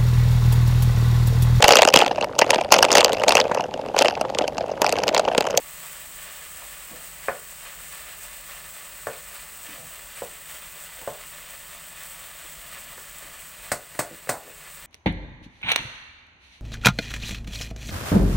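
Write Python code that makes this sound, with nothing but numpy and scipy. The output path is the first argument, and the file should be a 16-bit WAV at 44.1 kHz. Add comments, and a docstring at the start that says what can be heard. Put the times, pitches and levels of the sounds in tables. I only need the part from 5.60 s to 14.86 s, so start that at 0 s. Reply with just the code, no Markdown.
"""A kitchen stove, the microphone close to a deep pot in which pieces of meat sizzle.
Steam bubbles burst in juice and fat, flaring as a wooden spatula turns the meat; single drops spit.
The spatula bumps the pot four times, rests, then raps the rim three times, and the pot rings.
Stove and room rumble underneath. The recorder's gain control dips after the sharp raps."""
import sys
import numpy as np
from scipy import signal
from scipy.fft import rfft, irfft
from scipy.io import wavfile
from scipy.ndimage import uniform_filter1d

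SR = 44100
rng = np.random.default_rng(int(sys.argv[2]) if len(sys.argv) > 2 else 0)


def materialize(psi):
    """Save the field psi as 16-bit PCM at rate SR to the path in sys.argv[1].

    A 1-D psi becomes a single channel; in a 2-D psi each row is a channel.
    """
    bounded = np.clip(np.atleast_2d(psi).T, -1, 1)
    quanta = np.round(bounded * 32767).astype(np.int16)
    wavfile.write(sys.argv[1], SR, quanta)


N = 408366
TIME = np.arange(N) / SR

# spectrum of stove and room: (frequency [Hz], level [dB])
RUMBLE_SPECTRUM = [(12, -11.5), (25, -8.5), (44, 6), (65, -3), (90, -6.5), (115, -18), (152, 0),
                   (178, -6.5), (205, -13), (235, -12), (280, -15.5), (400, -18), (800, -53)]
# resonances of the air in the pot and the room, colouring the bubbling juice and the fizzing fat: (frequency
# [Hz], width [Hz], level [dB])
JUICE_RESONANCES = [(415, 23, -3), (577.5, 46, 0), (682, 13, 4.5), (900, 160, -12), (1195, 190, 0.5),
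                    (1726, 100, 0.5), (1936, 140, 0), (2730, 2320, -1.5), (4400, 370, -6)]
FAT_RESONANCES = [(6100, 2900, -22), (8163, 1045, -0.5), (15750, 2600, -7), (16260, 1140, 1.5)]
# the hollow between spatula and meat, shifting with the stirring: (time [s], pitch [Hz])
HOLLOW_PITCH = [(.9, 3400), (1.5, 2950), (2.3, 3070), (3.8, 2740), (4.7, 3550), (7.0, 3440), (9.26, 2720)]
# pushes of the spatula: (time [s], juice level [dB], fat level [dB], fade [s])
FRYING_FLARES = [(0.22, -43, -35.5, 0.076), (0.57, -44.5, -42, 0.15), (.94, -44, -41, .08),
                 (2.05, -40, -48, 0.04), (2.305, -40, -37, 0.11), (2.62, -40, -34, .035),
                 (2.885, -42, -48, 0.061), (3.722, -43, -42, 0.083), (4.02, -50, -40, 0.13),
                 (4.55, -47, -38, 0.059), (4.89, -44, -37.5, 0.084), (5.15, -44.5, -39, 0.097),
                 (5.72, -43, -50, 0.074), (6.41, -48, -42, 0.25), (6.84, -45, -43, 0.054),
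                 (7.11, -39.5, -39, 0.073), (7.38, -45, -41, 0.052)]
# dull pats in the pot; the last two rows are the low lingering tail of the final rim rap:
# (time [s], level [dB], length [s], resonance [Hz])
DULL_PATS = [(0.46, -68, 0.063, 262), (1.283, -56.5, 0.068, 262), (1.31, -49, 0.067, 660),
             (4.05, -57.5, 0.09, 300), (4.144, -57, 0.13, 650), (4.15, -57, 0.14, 188),
             (5.36, -60.5, 0.098, 547), (6.837, -59.5, 0.033, 455), (6.953, -65.5, 0.52, 182),
             (8.482, -49.5, 0.07, 353), (8.711, -41.5, 0.07, 850), (8.79, -55.5, 0.14, 520)]
# spatula on the pot: (time [s], blow gain [dB], hardness cutoff [Hz], crack peak [dB], clack pitch [x])
SPATULA_KNOCKS = [(1.0209, -32, 1600, -48, 1.44), (1.6835, -7.5, 2450, -37, 0.92),
                  (3.4690, -14, 1720, -29, 0.89), (4.619, -15.5, 850, -65, 0.8),
                  (5.4150, -32, 2000, -40, 1.4), (5.4745, -12.5, 1010, -35, 0.96),
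                  (7.3790, -35, 2500, -46, 0.77), (7.625, -40, 2500, -34, 1.07),
                  (8.1170, -9.5, 2700, -11, 1.01), (8.35, -29, 3950, -32, 3.03),
                  (8.391, -8, 2270, -10, 1.02), (8.672, -27.5, 2500, -55, 0.85),
                  (8.6919, -8, 2200, -9, 1.02)]
# damped wood on the wall, pot on its stand, thin bare rim: (frequency [Hz], level [dB], t60 [s])
CLACK_MODES = [(540, 3.5, 0.013), (642, 4.5, 0.012), (1177, -4.5, 0.012), (1544, 1.5, 0.0045),
               (1960, -0.5, 0.01), (2576, -8, 0.0087)]
POT_MODES = [(146, -30, 0.3), (234, -10, 0.22), (353.5, -9, 0.26), (419, -13, 0.6), (446, -4.5, 0.21),
             (514, -19.5, 0.36), (546, -8, 0.15), (574, -9.5, 0.22), (592, -3, 0.39), (691, 0.5, 0.19),
             (717.4, 1.5, 0.2), (752, -4.5, 0.33), (884, 2.5, 0.15), (1030, 0.5, 0.16), (1140, -10.5, 0.44),
             (1236, -4, 0.16), (1453, -2.5, 0.33), (1522, -4, 0.072), (1730, -14, 0.2), (1960, 0, 0.055),
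             (2520, 3, 0.067), (4400, -10, .22)]
RIM_MODES = [(4320, -29, 0.18), (4415, -30, 0.22)]
# spectrum of wood cracking on the rim: (frequency [Hz], level [dB])
CRACK_SPECTRUM = [(130, -18), (300, 9.5), (700, -2), (1500, 6), (3100, -8), (4500, -1), (5600, -3.5),
                  (7000, 1), (8200, 7.5), (9500, 1), (11800, -9), (15500, -1)]
# single spits of fat: (time [s], peak level [dB])
FAT_SPITS = [(1.8292, -27), (2.3264, -28), (5.021, -28), (5.4151, -27), (6.4354, -25), (6.4642, -26),
             (6.4991, -30), (6.5929, -28), (7.2064, -28), (7.5852, -26), (7.8017, -27)]
# decay of the kitchen's reflections: (frequency [Hz], t60 [s])
KITCHEN_DECAY = [(150, 0.18), (500, 0.32), (1100, 0.25), (2800, 0.13), (8000, 0.1)]


def amp(db):
    """Decibels to gain."""
    return 10 ** (np.asarray(db) / 20)


def unit(x):
    """Scales to rms 1."""
    return x / np.sqrt(np.mean(x ** 2) + 1e-20)


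def curve(points, hz):
    """Reads a table along a log-frequency axis."""
    f, value = np.transpose(points)
    return np.interp(np.log(hz + 1), np.log(f + 1), value)


def add(mix, s, sound):
    """Mixes a sound in at time s."""
    part = mix[max(round(s * SR), 0):][:len(sound)]
    part += sound[:len(part)]


def cut(x, hz, kind, order=2):
    """Butterworth low-pass or high-pass."""
    return signal.sosfilt(signal.butter(order, hz, kind, fs=SR, output="sos"), x)


def lag(x, seconds):
    """One-pole smoothing."""
    keep = np.exp(-1 / (seconds * SR))
    return signal.lfilter([1 - keep], [1, -keep], x)


def humps(resonances, hz):
    """Level in dB of overlapping resonances."""
    power = sum(amp(db) ** 2 / (1 + (2 * (hz - f) / width) ** 2) for f, width, db in resonances)
    return 10 * np.log10(power)


def colour(x, shape, table, size=8192):
    """Minimum-phase filter with the level shape(table, hz) in dB."""
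    gain = amp(shape(table, np.fft.rfftfreq(size, 1 / SR)))
    cepstrum = irfft(np.log(gain))
    cepstrum[1:size // 2] *= 2
    cepstrum[size // 2 + 1:] = 0
    impulse = irfft(np.exp(rfft(cepstrum)))[:size // 2]
    return signal.oaconvolve(x, impulse)[:len(x)]


def resonate(x, hz, width_hz):
    """A complex resonance that follows hz; its imaginary part lags a quarter turn."""
    turn = np.exp(2j * np.pi * np.cumsum(hz * np.ones(len(x))) / SR)
    return 2 * turn * lag(x / turn, 1 / (np.pi * width_hz))


def wander(rate_hz):
    """Slow random drift of rms 1."""
    hz = np.fft.rfftfreq(N, 1 / SR)
    return unit(irfft(rfft(rng.standard_normal(N)) * (hz > 2) * np.exp(-hz / rate_hz), N))


def pops(per_s, spread_db):
    """Random clicks, many small and a few large."""
    size = amp(spread_db * np.minimum(rng.exponential(1, N), 5))
    return unit(size * rng.choice([-1, 1], N) * (rng.random(N) < per_s / SR))


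def ring(modes, t):
    """Decaying sines; neighbouring modes swing in opposite directions."""
    return sum((-1) ** k * amp(db - 60 * t / t60) * np.sin(2 * np.pi * hz * t)
               for k, (hz, db, t60) in enumerate(modes))


def pot_echoes(clicks, fade_s):
    """Each click starts elsewhere in the pot, so its echoes are a fresh puff of noise."""
    return rng.standard_normal(len(clicks)) * np.sqrt(lag(clicks ** 2, fade_s))


def kitchen(x, build_s=0.001):
    """Dense reflections reach the microphone from pot wall, counter and tiles; the treble dies first."""
    count = SR // 2
    hz, t, bands = signal.stft(rng.choice([-1., 1.], count), SR, nperseg=256)
    decay = amp(-60 * t / curve(KITCHEN_DECAY, hz)[:, None])
    tail = signal.istft(bands * decay, SR, nperseg=256)[1][:count]
    tail *= 1 - np.exp(-(TIME[:count] / build_s) ** 2)
    spectrum = rfft(tail)
    spectrum /= np.sqrt(uniform_filter1d(abs(spectrum) ** 2, size=120))  # equal energy in every band
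    return signal.oaconvolve(x, irfft(spectrum)[:count // 2])[:len(x)]


def rumble(level_db=-56.5):
    """Room tone: the steady low noise of stove and kitchen."""
    return amp(level_db) * unit(colour(rng.standard_normal(N), curve, RUMBLE_SPECTRUM))


def bubbling_juice(flurries):
    """Larger steam bubbles burst in the juice, heard through the hollow under the spatula."""
    bubbles = pops(per_s=2500, spread_db=2.0) * amp(0.2 * flurries + 0.95 * wander(rate_hz=3.9))
    bubbles = bubbles + 0.83 * pot_echoes(bubbles, fade_s=0.0081) + 0.5 * kitchen(bubbles)
    juice = colour(bubbles, humps, JUICE_RESONANCES)
    hollow_hz = np.interp(TIME, *np.transpose(HOLLOW_PITCH))
    # the hollow adds to the sound below its pitch and cancels it just above
    juice = juice + 0.302 * resonate(juice, hollow_hz, width_hz=940).imag
    return unit(cut(cut(juice, 468, "high", order=3), 5000, "low"))


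def fizzing_fat(flurries):
    """Tiny steam bubbles burst by the thousand in the fat: a bright fizz."""
    bubbles = pops(per_s=9000, spread_db=2.5) * amp(0.87 * flurries + 0.22 * wander(rate_hz=28))
    bubbles = bubbles + 0.5 * pot_echoes(bubbles, fade_s=0.011) + 0.23 * kitchen(bubbles)
    return unit(cut(colour(bubbles, humps, FAT_RESONANCES), 1900, "high"))


def sizzle(juice_db=-45.5, fat_db=-39.0, juice_fall_db_per_s=0.11, fat_fall_db_per_s=0.3751):
    """Juice and fat fry in shared flurries and die down slowly as the meat dries."""
    flurries = wander(rate_hz=23)
    juice_flare, fat_flare = flares()
    juice_gain = np.hypot(amp(juice_db - juice_fall_db_per_s * TIME), juice_flare)
    fat_gain = np.hypot(amp(fat_db - fat_fall_db_per_s * TIME), fat_flare)
    return bubbling_juice(flurries) * juice_gain + fizzing_fat(flurries) * fat_gain


def flares(rise_s=0.011):
    """Each push lays wet meat on hot metal: the gains of juice and fat leap up, then fade."""
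    juice, fat = np.zeros(N), np.zeros(N)
    t = TIME[:SR]
    for s, juice_db, fat_db, fade_s in FRYING_FLARES:
        shape = (1 - np.exp(-t / rise_s)) * np.exp(-t / fade_s)
        add(juice, s, amp(juice_db) * shape)
        add(fat, s, amp(fat_db) * shape)
    return juice, fat


def dull_pats():
    """Clusters of dull pats in the pot; the last two are the low lingering tail of the final rim rap."""
    pats = pops(per_s=820, spread_db=4.5)
    out = np.zeros(N)
    for s, db, length_s, hz in DULL_PATS:
        cluster = pats[round(s * SR):][:round(length_s * SR)]
        cluster = resonate(cluster, hz, width_hz=0.5 * hz).real
        dull = unit(cut(cluster, 0.93 * hz, "low"))
        add(out, s, amp(db) * dull * signal.windows.cosine(len(dull)))
    out = cut(out, 130, "high")
    return 1.66 * out + 1.8 * kitchen(out)


def wall_blow(t, hardness_hz, pitch):
    """Wood clacks on the wall; pot and kitchen ring on. 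A soft contact leaves the high modes still."""
    clack = cut(amp(-2) * ring(CLACK_MODES, t * pitch), 320, "high")
    echoes = amp(-1.55) * kitchen(cut(clack, 320, "high"))
    pot_ring = amp(-24.05) * ring(POT_MODES, t)
    return cut(clack + echoes + pot_ring, hardness_hz, "low", order=3)


def rim_crack(t):
    """The wooden edge clicks on the rim and skids in a brief chatter; peak 1."""
    click = 1.64 * np.exp(-t / 0.00006)
    skid = rng.standard_normal(len(t)) * (1 - np.exp(-t / 0.0019)) * np.exp(-t / 0.0055)
    contact = click + skid
    crack = colour(contact + 0.97 * pot_echoes(contact, fade_s=0.015), curve, CRACK_SPECTRUM)
    return crack / abs(crack).max()


def knocks(thud_hz=135, settle_at_s=8.83):
    """The spatula strikes the pot: cushioned by meat it is dull, on the bare rim it cracks."""
    t = TIME[:SR // 2]
    out = np.zeros(N)
    for s, blow_db, hardness_hz, crack_db, pitch in SPATULA_KNOCKS:
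        blow = amp(blow_db) * wall_blow(t, hardness_hz, pitch)
        crack = amp(crack_db) * rim_crack(t)
        rim = amp(crack_db) * ring(RIM_MODES, t)
        push = amp(blow_db - 23) + amp(crack_db - 19.5)  # the pot presses on the stove
        thud = push * np.sin(2 * np.pi * thud_hz * t) * np.exp(-t / 0.0046)
        add(out, s, blow + rim + crack + 0.31 * kitchen(crack) + thud + 1.27 * kitchen(thud))
    add(out, settle_at_s, settling_hum(t))
    return cut(out, 76, "high")


def spits(fade_s=0.0009):
    """Single drops of water burst in the fat with a short, dry tick."""
    t = TIME[:512]
    out = np.zeros(N)
    for s, db in FAT_SPITS:
        burst = rng.standard_normal(len(t)) * np.exp(-t / fade_s)
        tick = cut(colour(burst, humps, FAT_RESONANCES), 1800, "high")
        add(out, s, amp(db) * tick / abs(tick).max())
    return out + 0.5 * kitchen(out)


def settling_hum(t, hz=416, db=-42, t60_s=0.52, rise_s=0.031):
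    """The pot hums briefly on its stand as it settles after the last rap."""
    return ring([(hz, db, t60_s)], t) * (1 - np.exp(-t / rise_s))


def gain_control(x, threshold_db=-34.5, excess_share=0.34, attack_s=0.021, recovery_db_per_s=10):
    """The recorder reacts most to treble: sharp raps push the frying down, and it creeps back."""
    treble = cut(x[0], 3000, "high", order=1)
    power = uniform_filter1d(treble ** 2, size=SR // 100)
    excess_db = np.maximum(10 * np.log10(abs(power) + 1e-12) - threshold_db, 0)
    recovery_db = recovery_db_per_s * TIME
    held_db = np.maximum.accumulate(excess_share * excess_db + recovery_db) - recovery_db
    return x * amp(-lag(held_db, attack_s))


def scene():
    """The pot stands close and straight ahead of the microphone, the same in both channels."""
    pot = sizzle() + spits() + knocks() + dull_pats() + rumble()
    return np.array([pot, pot])


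def record(dry):
    """The recorder: gain control, then a steep band limit."""
    band_limit = signal.firwin(1023, cutoff=15850, window=("kaiser", 8), fs=SR)
    return signal.oaconvolve(gain_control(dry), band_limit[None], "same")


dry = scene()
out = record(dry)
materialize(out)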